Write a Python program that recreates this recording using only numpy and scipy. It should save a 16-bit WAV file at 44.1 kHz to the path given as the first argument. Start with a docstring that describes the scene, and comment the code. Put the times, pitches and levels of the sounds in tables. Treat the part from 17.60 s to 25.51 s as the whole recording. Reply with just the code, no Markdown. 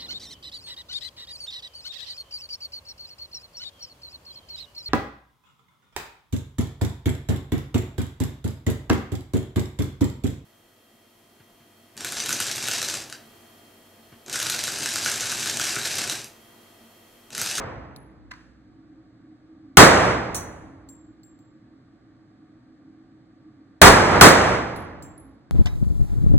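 """Two pistols at an indoor range

Two pistols fire single shots from neighbouring booths, close to a stereo microphone. Each blast
rattles round the booth, overloads the microphone, rolls down the concrete lane and comes back from
its far end. Spent brass cases bounce and ring, something clacks once, and the ventilation hums on."""
import sys
import numpy as np
from scipy import signal
from scipy.fft import irfft, next_fast_len
from scipy.io import wavfile

SR = 44100
rng = np.random.default_rng(int(sys.argv[2]) if len(sys.argv) > 2 else 0)


def persist_wave(psi):
    """Save psi, clipped to +-1, as 16-bit WAV."""
    counts = np.round(np.clip(psi, -1, 1) * 32767).astype(np.int16)
    wavfile.write(sys.argv[1], SR, np.atleast_2d(counts).T)


N = 348831

# How alike the microphone's left and right sides sound: f/Hz, likeness from 0 to 1
LIKENESS = [(100, 1), (300, 0.83), (1000, 0.36), (2300, 0.5), (3600, 0), (4900, 0.96), (6500, 0.7),
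            (8000, 1), (15000, 0.9)]
# How much louder the left side is: f/Hz, level/dB
BALANCE = [(60, -0.5), (350, -1.37), (800, -2.5), (1500, -1.4), (3000, -0.5)]

# A "colour" says how strong a noise is at each frequency, compared with the others.
# Colours of the ventilation: f/Hz, level/dB
VENT_RUMBLE = [(15, -34), (45, -13.5), (80, -14.5), (112, -2), (165, -10.5), (220, -5.5), (245, -4),
               (330, -11.5), (370, -15.5), (480, -22), (750, -22), (980, -33.5), (1160, -20)]
VENT_HISS = [(1300, -27), (1650, -25), (2100, -31.5), (2700, -39.5), (4500, -36.5), (6000, -46.5),
             (8000, -50), (10000, -62.5), (16000, -68)]
# Faint fan tones: f/Hz, level/dB
FAN_TONES = [(530, -80.5), (737, -80.5), (922, -84)]
# The two notes the ducts drone on: f/Hz, width/Hz, relative level/dB
DUCT_NOTES = [(273, 5, -5), (313.6, 13, -1)]
# How the drone swells and sinks: t/s, level/dB
DRONE_SWELL = [(.9, -56.5), (1.25, -49), (1.6, -53.5), (1.9, -50), (3.6, -52), (4.6, -56), (5.2, -51),
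               (5.7, -53), (7.7, -50.5), (7.9, -61)]

# A dry clack and its rebound: t/s, level/dB, rise and fall/s
CLACK_HITS = [(0.7162, -35, 0.0033), (.738, -44, .0015)]
# Colour of the clack: f/Hz, level/dB
CLACK_COLOUR = [(300, -27), (600, -17), (1100, -2.5), (1600, 6.5), (2100, -3.5), (2700, -5), (3400, -13),
                (4400, -8), (6000, -13.5), (9000, -26), (15000, -41)]
# A "mode" is a note that something rings at; "t60" is the time a sound takes to fade by 60 dB.
# Modes of the hollow body that clacks: f/Hz, level/dB, t60/s
CLACK_MODES = [(1020, -10, 0.23), (1510, -12.5, .05), (2040, -2, 0.054), (4300, -10, .03)]

# Bounces of the brass cases: t/s, tick level/dB, scatter level/dB, ring f/Hz, ring level/dB
BOUNCES = [(0.362, -42.5, -72, 10550, -47), (2.746, -45, -25.5, 7400, -54),
           (3.2885, -51, -58.5, 7440, -41.5), (3.633, -56, -75, 7470, -49.5), (3.79, -64, -79, 7470, -61),
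           (7.1615, -41, -58, 10900, -41), (7.4243, -47, -50, 7470, -43.5), (7.579, -63, -78, 10840, -42)]
# Colours of a bounce's tick and of its scatter from the walls: f/Hz, level/dB
TICK_COLOUR = [(1500, -26), (2900, -18), (4250, 12), (6000, -5), (11000, -12), (12800, -2), (15000, -1),
               (16000, -12)]
SCATTER_COLOUR = [(1500, -19), (3500, -14.5), (5100, -11), (6000, -1.5), (9000, -6.5), (11300, -2.5),
                  (12500, -14), (13600, -15), (15000, -16), (16000, -8)]
# Modes of a case: multiple of its ring frequency, level/dB, share of its t60
CASE_MODES = [(1, -5, 1), (1.553, -23, 0.41), (2.01, -18, .4)]
# Modes of a metal fitting that one case strikes: f/Hz, level/dB, t60/s
FITTING_MODES = [(4180, -46, 0.43), (5884, -32, 0.28), (6060, -37, 0.5), (6160, -37, 0.27),
                 (6702, -49, 0.58), (9572, -32, 0.12), (14970, -36, 0.17)]

# Colours of the booth's quick echoes and the lane's long ones: f/Hz, level/dB
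BOOTH_COLOUR = [(20, -27), (60, -6.5), (200, 0.5), (500, -1.5), (1300, 1.5), (2000, -3.5), (2800, -14),
                (4400, -11.5), (7000, -16.5), (10000, -19.5), (13000, -29.5), (16000, -27)]
LANE_COLOUR = [(20, -23.5), (45, -13.5), (65, -5), (100, -1), (240, -2.5), (450, 1), (1200, 0),
               (1900, -2.5), (2600, -10), (3600, -16), (5500, -15), (8000, -20), (11000, -25),
               (15000, -32.5)]
# How long those echoes last: f/Hz, t60/s
BOOTH_T60 = [(100, .45), (700, 0.49), (2000, 0.39), (6000, 0.46), (15000, 0.17)]
LANE_T60 = [(60, 1.9), (150, 1.6), (400, 1.327), (1200, 1.211), (2500, 1.082), (5000, .92), (8000, 0.73),
            (15000, .5)]
# The lane's deepest modes (standing waves): f/Hz, level/dB, t60/s
BOOM_MODES = [(62, -32.5, 3.5), (130.6, -36, 3)]
# Colours of the blast's low push, the muzzle crack and its bright first echoes: f/Hz, level/dB
THUMP_COLOUR = [(15, -16), (35, -4.5), (60, 0.5), (100, -3.5), (200, -20.5), (600, -57.5)]
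CRACK_COLOUR = [(30, -14.5), (150, -4), (1500, 1), (3500, -3.5), (8000, -9.5), (11000, -11.5),
                (16000, -13.5)]
RASP_COLOUR = [(500, -10), (3000, -0.5), (7000, -1.5), (11000, 0.5), (16000, -7)]
# The shots (the first is already fading at the start): t/s, booth, crack level/dB, room level/dB
SHOTS = [(-.53, "own", 11.5, -1), (2.171, "next", 5, 0.5), (6.2163, "own", 9, 0.96),
         (6.611, "next", 8, -0.4)]


def gain_of(db):
    """Turns decibels into a number to multiply by."""
    return 10 ** (np.asarray(db) / 20)


def evened(x):
    """Scales a sound to an average (rms) strength of 1."""
    return x / np.sqrt(np.mean(x ** 2) + 1e-20)


def bell(x, centre, width):
    """A smooth hump of height 1."""
    return np.exp(-.5 * ((x - centre) / width) ** 2)


def read(table, hz):
    """Reads between the rows of a table, with every octave equally wide."""
    f, value = np.transpose(table)
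    return np.interp(np.log(hz + 1), np.log(f + 1), value)


def add(mix, s, sound):
    """Mixes a stereo sound in at s seconds, which may lie before the start."""
    start = round(s * SR)
    sound = sound[:, max(-start, 0):]
    part = mix[:, max(start, 0):][:, :sound.shape[1]]
    part += sound[:, :part.shape[1]]


def left_lead(hz, bass_path_m=-.043, treble_path_m=.0447, changeover_hz=1690):
    """How far the left side is ahead, in radians: bass reaches the right first, treble the left."""
    treble_share = hz ** 2 / (hz ** 2 + changeover_hz ** 2)
    extra_path_m = bass_path_m + (treble_path_m - bass_path_m) * treble_share
    skew = 1.3 * bell(hz, centre=3100, width=330)  # one narrow band is further out of step
    return 2 * np.pi * hz * extra_path_m / 343 + skew  # sound travels at 343 m/s


def noise(colour, size):
    """Coloured noise of strength 1, partly alike on the left and right."""
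    hz = np.fft.rfftfreq(size, 1 / SR)
    a, b, c, d = rng.standard_normal((4, len(hz)))
    likeness = np.clip(read(LIKENESS, hz), 0, 1)
    left = a + 1j * b
    right = likeness * left + np.sqrt(1 - likeness ** 2) * (c + 1j * d)
    right = right * np.exp(-1j * left_lead(hz)) / gain_of(read(BALANCE, hz))
    return evened(irfft(np.array([left, right]) * gain_of(read(colour, hz)), size))


def reverb(colour, t60_table, size):
    """Countless echoes blur into noise in which each band fades at its own speed."""
    hz, t, bands = signal.stft(noise(colour, size), SR, nperseg=512)
    fade = gain_of(-60 * t / read(t60_table, hz)[:, None])
    return signal.istft(bands * fade, SR, nperseg=512)[1][:, :size]


def waver(rate_hz, size):
    """A random wobble in strength and phase, as complex numbers of average (rms) size 1."""
    hz = np.fft.fftfreq(size, 1 / SR)
    wobble = np.fft.ifft(np.exp(2j * np.pi * rng.random(size)) * bell(hz, 0, rate_hz))
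    return wobble / np.sqrt(np.mean(abs(wobble) ** 2))


def ring(modes, flutter, flutter_hz, size):
    """Fading notes; reflections make each one flutter."""
    t, out = np.arange(size) / SR, np.zeros((2, size))
    for hz, db, t60 in modes:
        direct = np.exp(-1j * np.array([[0], [left_lead(hz)]]))
        reflected = flutter * np.array([waver(flutter_hz, size) for _ in range(2)])
        tone = ((direct + reflected) * np.exp(2j * np.pi * hz * t)).imag
        out += gain_of(db - 60 * t / t60) * tone
    return out / np.sqrt(1 + flutter ** 2)


def ventilation(air_db=-56, waver_hz=6):
    """Air rumbles and hisses in the ducts, with a few unsteady fan tones."""
    size = next_fast_len(N)
    t, fan = np.arange(size) / SR, np.zeros(size)
    for hz, db in FAN_TONES:
        tone = (waver(waver_hz, size) * np.exp(2j * np.pi * hz * t)).real
        fan += gain_of(db) * np.sqrt(2) * tone
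    air = gain_of(air_db) * noise(VENT_RUMBLE + VENT_HISS, size)
    return (air + fan)[:, :N]


def duct_drone(trim_db=-1):
    """The ducts resonate on two low notes that slowly swell and sink."""
    t = np.arange(N) / SR
    notes = sum(gain_of(db) * waver(width, next_fast_len(N))[:N] * np.exp(2j * np.pi * hz * t)
                for hz, width, db in DUCT_NOTES)
    low_hz = DUCT_NOTES[0][0]
    sides = np.array([[1], [np.exp(-1j * left_lead(low_hz)) / gain_of(read(BALANCE, low_hz))]])
    swell_db = np.interp(t, *np.transpose(DRONE_SWELL))
    return gain_of(trim_db + swell_db) * evened((sides * notes).real)


def clack(echo_db=-16, echo_t60=0.68, run_up_s=.5):
    """Something slides and snaps home; its hollow body rings and the room echoes."""
    out, t = np.zeros((2, N)), np.arange(SR) / SR - run_up_s
    for s, db, width in CLACK_HITS:
        echo = (t > 0) * gain_of(echo_db - 60 * abs(t) / echo_t60)
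        add(out, s - run_up_s, gain_of(db) * (bell(t, 0, width) + echo) * noise(CLACK_COLOUR, len(t)))
        add(out, s, gain_of(db) * ring(CLACK_MODES, flutter=2.0, flutter_hz=60, size=SR // 2))
    return out


def brass_cases(tick_s=0.0037, scatter_t60=0.21, ring_cycles=3200, clang_at_s=2.747):
    """Brass ticks on the floor, echoes off the walls and rings as a tube. One case hits a fitting."""
    size = SR // 2
    out, t = np.zeros((2, N)), np.arange(size) / SR
    for s, tick_db, scatter_db, hz, ring_db in BOUNCES:
        add(out, s, gain_of(tick_db) * np.exp(-t / tick_s) * noise(TICK_COLOUR, size))
        add(out, s, gain_of(scatter_db - 60 * t / scatter_t60) * noise(SCATTER_COLOUR, size))
        add(out, s, gain_of(scatter_db - 20) * reverb(SCATTER_COLOUR, LANE_T60, size))  # faint lane echo
        t60 = ring_cycles / hz  # higher rings fade sooner
        modes = [(hz * multiple, ring_db + db, share * t60) for multiple, db, share in CASE_MODES]
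        add(out, s, ring(modes, flutter=1.0, flutter_hz=61, size=size))
    add(out, clang_at_s, ring(FITTING_MODES, flutter=0.83, flutter_hz=70, size=size))
    return out


def room_answer(booth_db, lane_db, thump_db, boom_db, slap_db, far_s, far_width_s, far_db,
                build_s=0.053, thump_t60=0.56):
    """What follows a blast: a low push, echoes in the booth, and the lane filling up and booming."""
    t = np.arange(2 * SR) / SR
    booth = gain_of(booth_db) * reverb(BOOTH_COLOUR, BOOTH_T60, len(t))
    lane = gain_of(lane_db) * reverb(LANE_COLOUR, LANE_T60, len(t)) * (1 - np.exp(-t / build_s))
    swell_db = slap_db * bell(t, centre=0.063, width=0.0043)  # a wall slaps back
    swell_db += 2.5 * bell(t, centre=0.056, width=.024)  # floor and ceiling echoes bunch up
    swell_db += far_db * bell(t, far_s, far_width_s)  # the far end answers
    thump = gain_of(thump_db - 60 * t / thump_t60) * noise(THUMP_COLOUR, len(t))
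    boom = gain_of(boom_db) * ring(BOOM_MODES, flutter=0.89, flutter_hz=4, size=len(t))
    return (booth + lane) * gain_of(swell_db) + thump + boom


def pistol_shot(room, crack_db, room_db, crack_s=0.0036, rasp_db=-23, rasp_s=0.056):
    """A fresh muzzle crack and its rasp off the nearest walls, plus the room's unchanging answer."""
    t = np.arange(room.shape[1]) / SR
    crack = np.exp(-t / crack_s) * noise(CRACK_COLOUR, len(t))
    rasp = gain_of(rasp_db) * bell(t, 0, rasp_s) * noise(RASP_COLOUR, len(t))
    return gain_of(crack_db) * (crack + rasp) + gain_of(room_db) * room


def scene():
    """Ventilation, clack and brass, with shots from the microphone's own booth and the next one."""
    mix = ventilation() + duct_drone() + brass_cases() + clack()
    rooms = {
        "next": room_answer(booth_db=1, lane_db=-6, thump_db=-31.5, boom_db=-6, slap_db=1.5,
                            far_s=0.32, far_width_s=0.061, far_db=3),
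        "own": room_answer(booth_db=-0.7, lane_db=-5.5, thump_db=-11.5, boom_db=1, slap_db=4,
                           far_s=.36, far_width_s=0.045, far_db=6.5)}
    for s, booth, crack_db, room_db in SHOTS:
        add(mix, s, pistol_shot(rooms[booth], crack_db, room_db))
    return mix


def record(dry):
    """The blasts overload the microphone, which flattens their peaks; the highest treble is cut."""
    clipped = dry / (1 + dry ** 8) ** (1 / 8)
    low_pass = signal.firwin(511, cutoff=16100, window=("kaiser", 9), fs=SR)
    return signal.oaconvolve(clipped, low_pass[None], "same")


dry = scene()
out = record(dry)
persist_wave(out)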